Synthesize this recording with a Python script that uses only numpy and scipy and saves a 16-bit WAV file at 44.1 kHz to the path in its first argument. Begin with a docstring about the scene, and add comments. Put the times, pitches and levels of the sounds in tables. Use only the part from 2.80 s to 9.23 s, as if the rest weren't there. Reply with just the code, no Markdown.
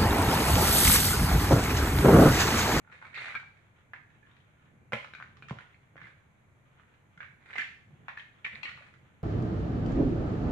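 """A low rumble, faint hiss and barely moving cloth come first; then a loose plastic block rattles.
A child handles large hollow blocks on a bed in a small, bare-walled room: an arch is dragged out
of the pile and dropped back, loose pieces clack, and a brick is pressed onto a tower.
Knocks and scrapes ring the blocks' walls, shaped noise makes rubbing cloth and sliding plastic,
and low, damped swings make the mattress thuds. Echoes and a fading tail add the room."""
import sys
import numpy as np
from scipy import signal
from scipy.fft import rfft, irfft
from scipy.io import wavfile

SR = 44100
rng = np.random.default_rng(int(sys.argv[2]) if len(sys.argv) > 2 else 0)


def generate_wav(sig):
    """Save sig (samples, or channels by samples) to the path in sys.argv[1] as 16-bit PCM at SR."""
    pcm = np.round(np.clip(np.atleast_2d(sig).T, -1, 1) * 32767).astype(np.int16)
    wavfile.write(sys.argv[1], SR, pcm)


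N = 283563


def amp(db):
    """Turns decibels into a gain."""
    return 10 ** (np.asarray(db) / 20)


def unit(x):
    """Scales a signal to rms 1."""
    return x / np.sqrt(np.mean(x ** 2) + 1e-20)


def read(points, hz):
    """Reads a curve between its points, on a log-frequency axis."""
    f, value = np.transpose(points)
    return np.interp(np.log(hz + 1), np.log(f + 1), value)


def add(mix, s, sound):
    """Mixes a sound in at time s."""
    part = mix[:, max(round(s * SR), 0):][:, :sound.shape[-1]]
    part += sound[..., :part.shape[-1]]


# How alike left and right are in sound from all around: [f/Hz, likeness from 0 to 1]
LIKENESS = [(30, 0.54), (100, 1), (250, 0.52), (600, 0.42), (1200, 0), (2500, 0), (9000, 0)]


def matched(a, b, hz):
    """Blends two unrelated spectra so that long waves reach left and right more alike."""
    same = np.clip(read(LIKENESS, hz), -1, 1).reshape((-1,) + (1,) * (a.ndim - 1))
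    return np.array([a, same * a + np.sqrt(1 - same ** 2) * b])


def coloured(pair, colour):
    """Gives two unrelated signals a tone colour and the likeness of sound from all around; rms 1."""
    hz = np.fft.rfftfreq(N, 1 / SR)
    left, right = rfft(pair)
    return unit(irfft(matched(left, right, hz) * amp(read(colour, hz)), N))


def slips(per_s, spread_db):
    """Makes tiny clicks of very uneven size, as surfaces stick and slip."""
    size = amp(spread_db * np.minimum(rng.exponential(1, N), 4))
    happens = rng.random(N) < per_s / SR
    return size * happens * rng.standard_normal((2, N))


def lumps(per_s, depth_db):
    """Makes a gain that wanders up and down as contacts come and go."""
    knots = np.arange(0, N + SR, SR / per_s)
    heights = np.clip(rng.standard_normal(len(knots)), -2, 2)
    return amp(depth_db * np.interp(np.arange(N), knots, heights))


def strokes(rows, rise_s, fall_s):
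    """Adds up the gains of gestures; each swells, holds and fades."""
    t = np.arange(N) / SR
    total = np.zeros(N)
    for start, length, db in rows:
        before = np.maximum((start - t) / rise_s, 0)
        after = np.maximum((t - start - length) / fall_s, 0)
        total += amp(db - 20 * before - 20 * after)
    return total


# Tone colour of the hiss: [f/Hz, relative level/dB per Hz]
AIR_COLOUR = [(100, -22), (200, -6.5), (320, -8), (800, -11.5), (1200, -12.5), (1700, -14), (2300, -11),
              (3200, -37.5), (4000, -29), (5200, -48), (6400, -27), (9000, -38), (13000, -31), (15000, -41)]
# Tone colour of the rumble: [f/Hz, relative level/dB per Hz]
RUMBLE_COLOUR = [(20, -23), (30, -16), (45, -11.5), (60, -7.5), (85, 0.5), (130, 2), (200, -10), (300, -17),
                 (600, -45.5)]
AIR_DB, RUMBLE_DB = -68.5, -65  # rms before the microphone


def background():
    """Shaped noise makes a low, very slightly wavering rumble and a faint hiss."""
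    rumble = coloured(rng.standard_normal((2, N)), RUMBLE_COLOUR)
    rumble *= amp(RUMBLE_DB) * lumps(per_s=8.4, depth_db=0.1)
    hiss = amp(AIR_DB) * coloured(rng.standard_normal((2, N)), AIR_COLOUR)
    return rumble + hiss


# Sleeves brush the blanket: [start t/s, length t/s, level/dB before the 8 dB cut in cloth()]
SLEEVES = [(.85, 0.14, -67.5), (1.52, 0.071, -59.5), (2.55, 0.4, -65), (4.01, 0.17, -69), (5.1, 2.6, -68)]
# Tone colour of rubbing cloth: [f/Hz, relative level/dB per Hz]
CLOTH_COLOUR = [(150, -8.5), (600, -3.5), (1500, 5.5), (2400, -1.5), (3400, -4), (4800, -29), (7000, -26),
                (13000, -51)]
SLEEVE_RISE_S, SLEEVE_FALL_S = 0.18, 0.049  # time to swell or fade by 20 dB
FIDGET_DB = -76.5  # cloth is never quite still


def cloth():
    """Fine grains of fabric rub in uneven strokes."""
    effort = amp(FIDGET_DB) + amp(-8) * strokes(SLEEVES, SLEEVE_RISE_S, SLEEVE_FALL_S)
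    grains = lumps(per_s=29, depth_db=5.0) * slips(per_s=3000, spread_db=2.5)
    return effort * coloured(grains, CLOTH_COLOUR)


# Echoes from near walls: [delay t/s, gain; minus flips the wave]
ECHOES = [(.0031, -0.18), (.0058, 0.23), (.0092, 0.08), (0.014, 0.27), (0.0197, -0.2), (.027, 0.03)]
# Time for the room tail to fade by 60 dB: [f/Hz, fade t/s]
ROOM_FADE = [(120, 0.28), (400, 0.27), (1000, 0.42), (2200, 0.47), (5000, 0.52), (11000, 0.47)]
# Tone colour at the start of the tail: [f/Hz, relative level/dB]
ROOM_LEVEL = [(100, -22.5), (400, 0.5), (650, 3.5), (1200, -2.5), (2200, 0), (5000, 2), (11000, 3)]
ROOM_BUILD_S = .006  # time constant of the tail's build-up


def room(x, wet_db=0.23, count=3):
    """Near walls echo first, then scattered sound forms a tail that changes slowly over time."""
    out = np.zeros((2, N))
    for s, gain in ECHOES:
        add(out, s, gain * x)
    for k in range(count):
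        # sparse random clicks stand for many scattered reflections
        taps = rng.choice([-1., 1.], (2, SR)) * (rng.random((2, SR)) < 4000 / SR)
        hz, t, z = signal.stft(taps, SR, nperseg=256)
        z = matched(z[0], z[1], hz)
        level_db = read(ROOM_LEVEL, hz)[:, None] - 60 * t / read(ROOM_FADE, hz)[:, None]
        tail = signal.istft(z * amp(level_db), SR, nperseg=256)[1]
        tail *= 1 - np.exp(-np.arange(tail.shape[1]) / SR / ROOM_BUILD_S)
        tail /= np.linalg.norm(tail, axis=1, keepdims=True)
        # each tail takes its turn; together their power stays even
        share = np.cos(np.pi * (np.arange(N) / SR + k / count)) * np.sqrt(2 / count)
        out += amp(wet_db) * signal.fftconvolve(x * share, tail, axes=1)[:, :N]
    return out


# Ringing tones of each piece or part that is struck, by name: [f/Hz, width f/Hz, level/dB].
# "edge" is a thin wall that catches, "snap" a dead click between gripped parts,
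# "seat" a brick bottoming on its studs.
PIECES = { "arch": [(1293, 76, -2), (1570, 73, -0.5), (2270, 70, 3.5), (3320, 88, -15), (3790, 66, -12.5),
          (4300, 89, -11)], "pile": [(132, 42, -9), (246, 92, -3.5), (590, 210, 2.5), (895, 170, -5),
          (1425, 230, 4.5), (2110, 320, -10), (2730, 120, -14)], "loose": [(960, 170, -1), (1500, 200, 6.5),
          (1610, 550, 1.5), (2134, 215, -7), (3450, 230, -13)], "small": [(1574, 110, 1.5),
          (1647, 110, -0.5), (2283, 86, -4), (3435, 180, -14)], "brick": [(1150, 83, -10), (1502, 38, -2),
          (1690, 50, 4), (1771, 35, 4.5), (2042, 88, 0.5), (2338, 37, -1.5), (2620, 90, -11),
          (2874, 77, -9.5), (3560, 230, -22)], "hollow": [(228, 30, -9), (370, 60, -11), (467, 42, 1),
          (560, 32, 3), (700, 60, -16), (846, 35, -2), (937, 35, -7), (1033, 40, -3), (1362, 50, -5),
          (1723, 35, -9)], "rim": [(1390, 300, -13), (2140, 80, -6), (2324, 76, -5.5), (2530, 31, -8.5),
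          (2820, 44, -15), (3240, 90, -12.5), (3660, 200, -22), (11160, 1200, -9)],
          "flat": [(1100, 410, -5.5), (1495, 330, 1.5), (1720, 330, 3), (2200, 220, 0.5), (3550, 500, -17)],
          "edge": [(1450, 260, -11), (1880, 180, -1), (2080, 120, 1), (2377, 116, -0.5), (3930, 300, -9)],
          "snap": [(1150, 300, -16.5), (1760, 350, 3), (2470, 350, -13)], "seat": [(1190, 65, -7),
          (1878, 61, 8.5), (2245, 68, 3), (2493, 45, 0.5), (2956, 84, -2.5), (3790, 81, -8),
          (4100, 100, -14)], "stud": [(2330, 230, -6.5), (3730, 260, -8), (3990, 290, -1)],
          "tower": [(2050, 160, 6.5), (2100, 46, 1), (2325, 120, 5.5), (2880, 112, -6), (3330, 180, -7.5),
          (5100, 220, -39)]}
# How the force of a knock is spread over pitch: [f/Hz, level/dB]
CONTACT = [(40, -15.5), (110, 3.5), (300, -1), (1500, 2.5), (2400, 2.5), (3200, 0), (4200, -7),
           (5400, -13.5), (7000, -13), (10800, -32.5), (12500, -46), (15000, -70.5)]
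# Share of a knock that comes from edges chattering: [f/Hz, level/dB]
CHATTER = [(100, -10), (1000, -5.5), (2400, -2.5), (3300, -0.5), (4500, -0.5), (14000, -0.5)]
# Extra delay at the right microphone port, by piece: [delay t/ms]
RIGHT_LATE_MS = {"arch": 0.029, "pile": 0.054, "loose": 0.14, "small": 0.11, "brick": 0.097, "hollow":
                 0.024, "rim": 0.037, "flat": 0.13, "stud": 0.031, "tower": 0.17, "edge": 0.048, "snap":
                 0.059, "seat": 0.15}


def knock(piece, peak_db, factor, bright_db, pan_db, skirt=1.27, shell_db=-29, chatter_s=0.006,
          size=8192):
    """A brief contact rings the walls of one hollow piece, with its own level and brightness."""
    hz = np.maximum(np.fft.rfftfreq(size, 1 / SR), 1)
    t = np.arange(size) / SR
    power = amp(shell_db) ** 2  # a faint even floor under the ringing tones
    for f, width, db in PIECES[piece]:
        off_pitch = (hz - (f * factor) ** 2 / hz) / width
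        power = power + amp(db) ** 2 / (1 + off_pitch ** 2) ** skirt
    octaves = np.log2(np.clip(hz, 300, 5000) / 2000)
    gain = np.sqrt(power) * amp(read(CONTACT, hz) + bright_db * octaves)
    # this phase puts the energy first: sharp start, dying tail
    log_gain = np.log(np.r_[gain, gain[-2:0:-1]] + 1e-6)
    ring = np.exp(np.conj(signal.hilbert(log_gain)))[:len(hz)]
    # the peak is set before chatter, left-right balance, room and microphone
    ring *= amp(peak_db) / abs(signal.hilbert(irfft(ring))).max()
    # the edges chatter for a few milliseconds, which spreads the treble out in time
    chatter = rng.standard_normal((2, size)) * np.exp(-t / chatter_s)
    chatter = rfft(chatter / np.linalg.norm(chatter, axis=1, keepdims=True))
    share = np.clip(amp(read(CHATTER, hz)), 0, 1)
    delay = np.array([[0], [RIGHT_LATE_MS[piece]]]) / 1000
    clean = np.sqrt(1 - share ** 2) * np.exp(-2j * np.pi * hz * delay)
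    sound = irfft(ring * (clean + share * chatter))[:, :size // 2]
    return sound * amp([[pan_db / 2], [-pan_db / 2]])


# A jostled piece rattles in a quick run of contacts:
# [start t/s, length t/s, piece, first level/dB before chance, pitch factor, brightness/dB per octave]
RATTLES = [(0.048, 0.098, "loose", -47.5, 0.94, -5), (0.233, 0.064, "loose", -44.5, 0.74, -1),
           (2.136, 0.052, "flat", -38, 1.67, 1), (4.415, 0.061, "flat", -39, 1.1, 1.5),
           (4.8, 0.05, "stud", -40.5, 0.82, -1.5)]
RATTLE_FADE_DB, RATTLE_SPREAD_DB = -4, 4  # fade over a full run, chance in each contact
RATTLE_DETUNE, RATTLE_PAN_DB = 0.033, 8.5  # each contact lands on another spot of the piece


def rattles(count=4, jitter=.25):
    """Each rattle is a few unevenly spaced contacts that tend to grow weaker."""
    out = np.zeros((2, N))
    for start, length, piece, peak_db, factor, bright_db in RATTLES:
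        for k in range(count):
            late, force, spot, side = np.clip(rng.standard_normal(4), -1.5, 1.5)
            along = (k + jitter * late * (k > 0)) / count
            db = peak_db + RATTLE_FADE_DB * along + RATTLE_SPREAD_DB * force
            pitch = factor * (1 + RATTLE_DETUNE * spot)
            add(out, start + length * along, knock(piece, db, pitch, bright_db, RATTLE_PAN_DB * side))
    return out


# Weight shifts on the bedding: [start t/s, length t/s, level/dB]
SHIFTS = [(.1, 0.55, -67), (1.25, 0.32, -71), (1.85, 0.41, -65), (2.4, 0.33, -64), (2.71, 0.038, -61),
          (3.16, 0.08, -62), (4.4, 0.57, -71), (5.11, 0.085, -58), (5.73, 0.014, -56.5), (5.9, 0.44, -65.5)]
# Tone colour of the bedding: [f/Hz, relative level/dB per Hz]
SHIFT_COLOUR = [(40, -20), (90, 5.5), (140, 2.5), (230, -4.5), (330, -10), (550, -17.5), (900, -24.5),
                (2000, -52), (6000, -72)]
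SHIFT_RISE_S, SHIFT_FALL_S = 0.05, 0.2  # time to swell or fade by 20 dB


def bedding():
    """The mattress rustles dully, in tiny slips, under moving knees and arms."""
    effort = strokes(SHIFTS, SHIFT_RISE_S, SHIFT_FALL_S)
    return effort * coloured(slips(per_s=600, spread_db=2.0), SHIFT_COLOUR)


# Knocks that stand out, from dragging the arch to pressing the brick on:
# [t/s, piece, peak level/dB as set in knock(), pitch factor, brightness/dB per octave, left-right/dB]
KNOCKS = [ (0.1249, "loose", -40, 0.97, 4, 12), (.216, "loose", -37, 1.02, -4.5, -3),
          (0.2253, "loose", -34, 0.96, -7, 4), (0.2527, "arch", -39, 0.99, -2.5, -5),
          (0.3445, "edge", -31, 1.1, 5, -2), (.353, "edge", -33, 0.91, 9, 0),
          (.3585, "edge", -34.5, 1.02, 6, -3), (0.3621, "edge", -29, 1.14, 3, 1),
          (.376, "stud", -29.5, 0.93, -2, 5), (.3765, "flat", -32, 0.71, 3.5, 1),
          (.384, "edge", -29, 0.92, 1, 2), (0.3922, "edge", -30.5, 1.12, 3.5, 6),
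          (.3975, "edge", -35, 0.95, 2, 0), (.409, "edge", -36, 1.03, 4, 1),
          (0.4237, "edge", -35, 1.2, 3, 0), (0.4293, "edge", -31.5, 1, 8, 5),
          (.446, "flat", -34, 1.05, -3.5, -2), (.457, "flat", -26, 1.08, 5, 4),
          (0.465, "edge", -32, 1, -1, -2), (0.4829, "snap", -28.5, 0.91, 4, -2),
          (.4965, "edge", -37, 1, 0, 0), (0.5059, "flat", -31, 0.85, 5, 4),
          (0.5231, "edge", -34, 1.05, -2.5, 2), (.53, "snap", -45, 0.88, -3, 0),
          (0.5443, "snap", -26.5, 0.88, -1.5, 0), (0.5522, "arch", -21.5, 1.02, -2, 4),
          (0.5565, "snap", -31, 0.81, -1, -1), (0.5602, "arch", -23.5, 1.01, -2.5, 0),
          (0.5979, "snap", -32.5, 0.84, 3.5, 2), (0.6313, "flat", -41, 0.61, 0.5, 1),
          (1.1343, "flat", -27, 0.98, -2.5, -1.5), (1.1347, "snap", -31, 0.96, -1.5, 0),
          (1.161, "snap", -39, 1.1, -1, 1), (1.303, "small", -55, 1.1, 3, 1),
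          (1.348, "small", -56, 1.13, 1, -1), (1.429, "small", -52, 1.06, 0, -3),
          (1.5136, "stud", -53, 0.88, 4, 7), (1.5667, "flat", -49, 1.15, 8, 4),
          (1.602, "stud", -53, 0.83, 5, 4), (2.122, "pile", -21, 1.04, 3.5, 0.5),
          (2.1271, "pile", -24.5, 0.83, 1, 1), (2.132, "rim", -19.5, 1.01, 1, 1),
          (2.1324, "snap", -20, 1.22, 1, -1.5), (2.1332, "hollow", -22, 0.99, 0.5, 2.5),
          (2.1337, "pile", -26, 1.03, 2, 2), (2.1362, "stud", -27.5, 0.8, -4, 2),
          (2.146, "edge", -37, 1.4, -2, 2), (2.169, "edge", -35, 1.1, 3, 2),
          (2.184, "edge", -38, 1.1, 7, 0), (2.2292, "snap", -35.5, 0.9, 4, -3),
          (2.2453, "snap", -29, 0.72, 2.5, 1), (2.3362, "snap", -36, 0.88, 6.5, 0),
          (2.3366, "stud", -33.5, 0.97, -5.5, 1), (2.35, "snap", -34, 0.87, 5.5, 1),
          (2.3504, "rim", -34, 1.04, -1.5, 3), (2.3838, "snap", -41, 0.76, 2, 0),
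          (2.401, "snap", -32, 0.72, -0.5, 4), (2.4097, "snap", -34, 0.75, -2, 2),
          (2.4252, "snap", -29, 0.86, 1, -0.5), (2.57, "loose", -43, 0.74, 11.5, -2),
          (2.624, "rim", -32, 1.12, -3.5, 4), (2.685, "small", -36.5, 0.79, 10, -1),
          (2.696, "loose", -30.5, 0.99, 7, 1), (2.7087, "loose", -28, 0.62, 3, 0.5),
          (2.7094, "pile", -37, 0.88, -7, 0), (2.787, "loose", -32, 0.94, 4, 0),
          (2.8067, "flat", -37.5, 1.03, -1, -1), (2.809, "rim", -40, 0.97, 0, 0),
          (2.932, "edge", -51, 1, -1, 0), (2.944, "edge", -46.5, 1.08, 1, 0),
          (3.157, "pile", -40, 1.01, -6, 2), (3.1667, "flat", -38, 0.95, 1.5, -1),
          (3.179, "flat", -35.5, 0.97, -1, 2.5), (3.204, "flat", -42, 1.06, 2, -4),
          (3.216, "flat", -33, 0.99, 1.5, -0.5), (3.233, "flat", -40, 0.96, 3, 4),
          (3.243, "rim", -46, 0.97, -2.5, 0), (3.257, "flat", -44, 0.97, 0, 2),
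          (3.27, "small", -42.5, 1.01, 0.5, 0), (3.305, "small", -50.5, 1, 1, 0),
          (3.9972, "flat", -48, 0.8, 1.5, -2), (4.034, "flat", -52, 1.1, -6, -3),
          (4.081, "flat", -53, 1, 3, 3), (4.14, "flat", -53, 1.1, 9, -1),
          (4.376, "small", -43, 0.91, 3.5, 0), (4.405, "small", -30.5, 0.998, -2.5, 0.5),
          (4.407, "flat", -43, 1.25, -0.5, -4), (4.701, "snap", -36.5, 0.89, -5.5, 0),
          (4.7065, "snap", -34, 1.15, 2.5, -1), (4.7315, "edge", -34, 1, 2, -2),
          (4.7365, "snap", -29, 1.2, -2, 0), (4.756, "loose", -29, 0.51, 3, 0.5),
          (4.758, "snap", -27.5, 1.15, 0.5, 0), (4.762, "snap", -29, 1.2, 2.5, -1),
          (4.7815, "brick", -20, 1.005, 4, 4), (4.783, "snap", -21, 0.98, 5.5, -1.5),
          (4.7835, "stud", -27.5, 0.8, -2.5, 1), (4.7883, "brick", -27, 0.9, 2.5, 1),
          (4.7956, "brick", -23, 1.02, 3, 2), (4.809, "edge", -25.5, 1.1, 2, 0),
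          (4.8184, "brick", -25, 1.02, 5, -3), (4.8325, "snap", -28, 1.01, 2.5, 3),
          (5.2824, "flat", -27, 1.1, 1.5, 0.5), (5.2835, "loose", -26.5, 0.73, 0.5, 2),
          (5.2902, "edge", -27, 0.93, -2, -1.5), (5.372, "snap", -35, 1.13, -1, 0),
          (5.3747, "snap", -25, 1.01, -1, 0), (5.385, "small", -39.5, 1.12, 7, 2),
          (5.396, "brick", -34, 1.06, 3.5, 2), (5.397, "stud", -37, 0.82, 0, 3),
          (5.6452, "tower", -29, 1.1, 2.5, -9), (5.6455, "stud", -30.5, 0.76, -1.5, -3),
          (5.6478, "tower", -23, 0.98, 0.5, 6), (5.65, "snap", -19.5, 1.24, -0.5, 2),
          (5.663, "snap", -26.5, 1.08, -2, -3), (5.669, "tower", -24.5, 0.88, -2, -2),
          (5.7305, "snap", -38, 1.2, -1, -4), (5.7566, "snap", -32.5, 1.14, 0.5, -2),
          (5.8312, "seat", -26, 1.09, 6.5, 6), (5.833, "flat", -30.5, 0.6, 8.5, 0),
          (5.851, "stud", -31.5, 1.08, -3, 0), (5.855, "seat", -24.5, 1, -1.5, -4.5),
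          (5.868, "flat", -31, 1.08, 0.5, 0), (5.88, "seat", -30, 1, -2, -4),
          (5.891, "flat", -30, 0.88, 7, 1), (5.8947, "snap", -33, 1.1, 1, 0),
          (5.9174, "snap", -34, 1.13, -1, -3), (5.976, "loose", -38, 0.76, 3, 4.5),
          (6.0226, "flat", -38, 1.1, -0.5, 1), (6.1392, "flat", -43, 0.93, 8, -1)]
# How freely each piece sounds toward the walls; pile and hands shield some, by piece: [level/dB]
TO_WALLS_DB = {"arch": -5.5, "pile": -2.5, "loose": -1, "small": 0.5, "brick": 0, "hollow": -1.5, "rim": 0,
               "flat": 0.5, "stud": -2.5, "tower": -1, "edge": -2.5, "snap": -1, "seat": -1}


def blocks():
    """Plastic knocks on plastic; one mix goes straight to the microphone, one reaches the walls."""
    direct, to_walls = np.zeros((2, 2, N))
    for s, piece, *blow in KNOCKS:
        sound = knock(piece, *blow)
        add(direct, s, sound)
        add(to_walls, s, amp(TO_WALLS_DB[piece]) * sound)
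    return direct, to_walls


# Pieces slide on one another: [start t/s, length t/s, level/dB]
SLIDES = [(.125, 0.028, -55), (.23, 0.053, -58), (.355, 0.062, -49), (.45, 0.022, -47.5),
          (.485, 0.045, -51), (.77, 0.02, -66.5), (3.215, 0.072, -63), (4.63, 0.06, -61),
          (4.72, 0.084, -51), (5.7, 0.088, -55.5), (5.85, 0.045, -56.5), (5.99, 0.082, -61.5)]
# Tone colour of sliding plastic: [f/Hz, relative level/dB per Hz]
SLIDE_COLOUR = [(100, -44), (250, -18), (550, -10), (1000, -9.5), (1400, -1), (2100, 1.5), (2420, -1),
                (2800, -13), (3800, -14), (5300, -32.5), (7000, -29.5), (11000, -38.5), (12500, -63),
                (15000, -58)]
SLIDE_RISE_S, SLIDE_FALL_S = 0.048, 0.053  # time to swell or fade by 20 dB


def sliding():
    """Studs and edges catch and slip in short runs as pieces rub."""
    effort = strokes(SLIDES, SLIDE_RISE_S, SLIDE_FALL_S)
    grains = lumps(per_s=130, depth_db=3.5) * slips(per_s=1100, spread_db=1)
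    return effort * coloured(grains, SLIDE_COLOUR)


# A stud or fingertip scrapes along a wall and its pitch shifts with the grip:
# [start t/s, length t/s, rms level/dB, first f/Hz, last f/Hz]
SCRAPES = [(0.331, 0.095, -48.5, 2000, 2300), (0.347, 0.072, -58, 3820, 4250),
           (0.566, 0.014, -41, 2340, 2280), (1.425, 0.068, -70, 1710, 1730),
           (1.864, 0.049, -74, 1750, 1760), (3.222, 0.017, -69, 3470, 3740),
           (3.234, .04, -54.5, 2100, 1990), (5.724, 0.03, -63.5, 563, 443),
           (5.751, 0.0084, -51, 3550, 4300), (6.004, 0.014, -61.5, 420, 680)]
SCRAPE_WIDTH, SCRAPE_RATE = 0.11, 1100  # damping as a share of the first pitch; slips per second
SCRAPE_ROOM_DB = -10.5  # the cupped hand shields a scrape from the walls


def scrapes(spread_db=2.0):
    """Quick uneven slips ring one wall tone that glides while the stud moves."""
    out = np.zeros((2, N))
    for start, length, db, first_hz, last_hz in SCRAPES:
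        along = np.arange(round(length * SR)) / (length * SR)
        pitch = first_hz + (last_hz - first_hz) * along
        turn = np.exp(2j * np.pi * np.cumsum(pitch) / SR)
        drive = slips(per_s=SCRAPE_RATE, spread_db=spread_db)
        drive = (drive + 0.056 * rng.standard_normal((2, N)))[:, :len(along)]
        # shift the pitch down to zero, let it ring there, then shift it back
        r = np.exp(-np.pi * SCRAPE_WIDTH * first_hz / SR)
        ring = (turn * signal.lfilter([1], [1, -2 * r, r * r], drive / turn)).real
        add(out, start, amp(db) * unit(ring * np.sqrt(np.sin(np.pi * along))))
    return out


# Blows on the mattress:
# [t/s, starting level/dB before the soft onset and bass cut, f/Hz, time to fade 60 dB t/s]
THUDS = [(2.13, -33.5, 119, 0.095), (2.132, -42.5, 224, 0.11), (2.7106, -15, 146, 0.02),
         (2.765, -34.5, 113, 0.051), (4.372, -48, 163, 0.051), (4.785, -40, 256, 0.04),
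         (5.128, -47, 144, 0.092), (5.728, -48.5, 206, 0.083)]


def mattress(rise_s=0.0025):
    """Each blow on the bed gives a few low, damped swings."""
    out = np.zeros((2, N))
    t = np.arange(SR // 4) / SR
    for s, start_db, hz, t60 in THUDS:
        level = amp(start_db - 60 * t / t60) * (1 - np.exp(-t / rise_s))
        add(out, s, level * np.sin(2 * np.pi * hz * t))
    return signal.sosfilt(signal.butter(3, 75, "high", fs=SR, output="sos"), out)


# Different tone colours of the two microphone ports: [f/Hz, left-right level/dB]
PORTS = [(100, 0), (600, -1.4), (1400, -4.2), (2400, -2.2), (3400, 3), (5000, 8), (9000, 5), (13000, -2)]


def scene():
    """The toys and bed sound in the room; two microphone ports hear them in different colours."""
    knocks, knocks_to_walls = blocks()
    near = cloth() + rattles() + bedding() + sliding() + mattress()
    held = scrapes()
    reverb = room(knocks_to_walls + near + amp(SCRAPE_ROOM_DB) * held)
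    side_db = read(PORTS, np.fft.rfftfreq(N, 1 / SR)) / 2
    toys = irfft(rfft(knocks + near + held + reverb) * amp([side_db, -side_db]), N)
    return background() + toys


# Tone colour of the microphone: [f/Hz, level/dB]
MICROPHONE = [(20, 7.5), (60, 0), (9000, -0.5), (11000, -2.5), (12200, -7.5), (14400, -12.5)]
EDGE_HZ = 14400  # upper limit of the recorder


def record(dry):
    """The microphone colours the sound, then the recorder cuts the highest treble."""
    heard = irfft(rfft(dry) * amp(read(MICROPHONE, np.fft.rfftfreq(N, 1 / SR))), N)
    band_limit = signal.firwin(255, EDGE_HZ, window=("kaiser", 8), fs=SR)
    return signal.oaconvolve(heard, band_limit[None], "same", axes=1)


dry = scene()
out = record(dry)
generate_wav(out)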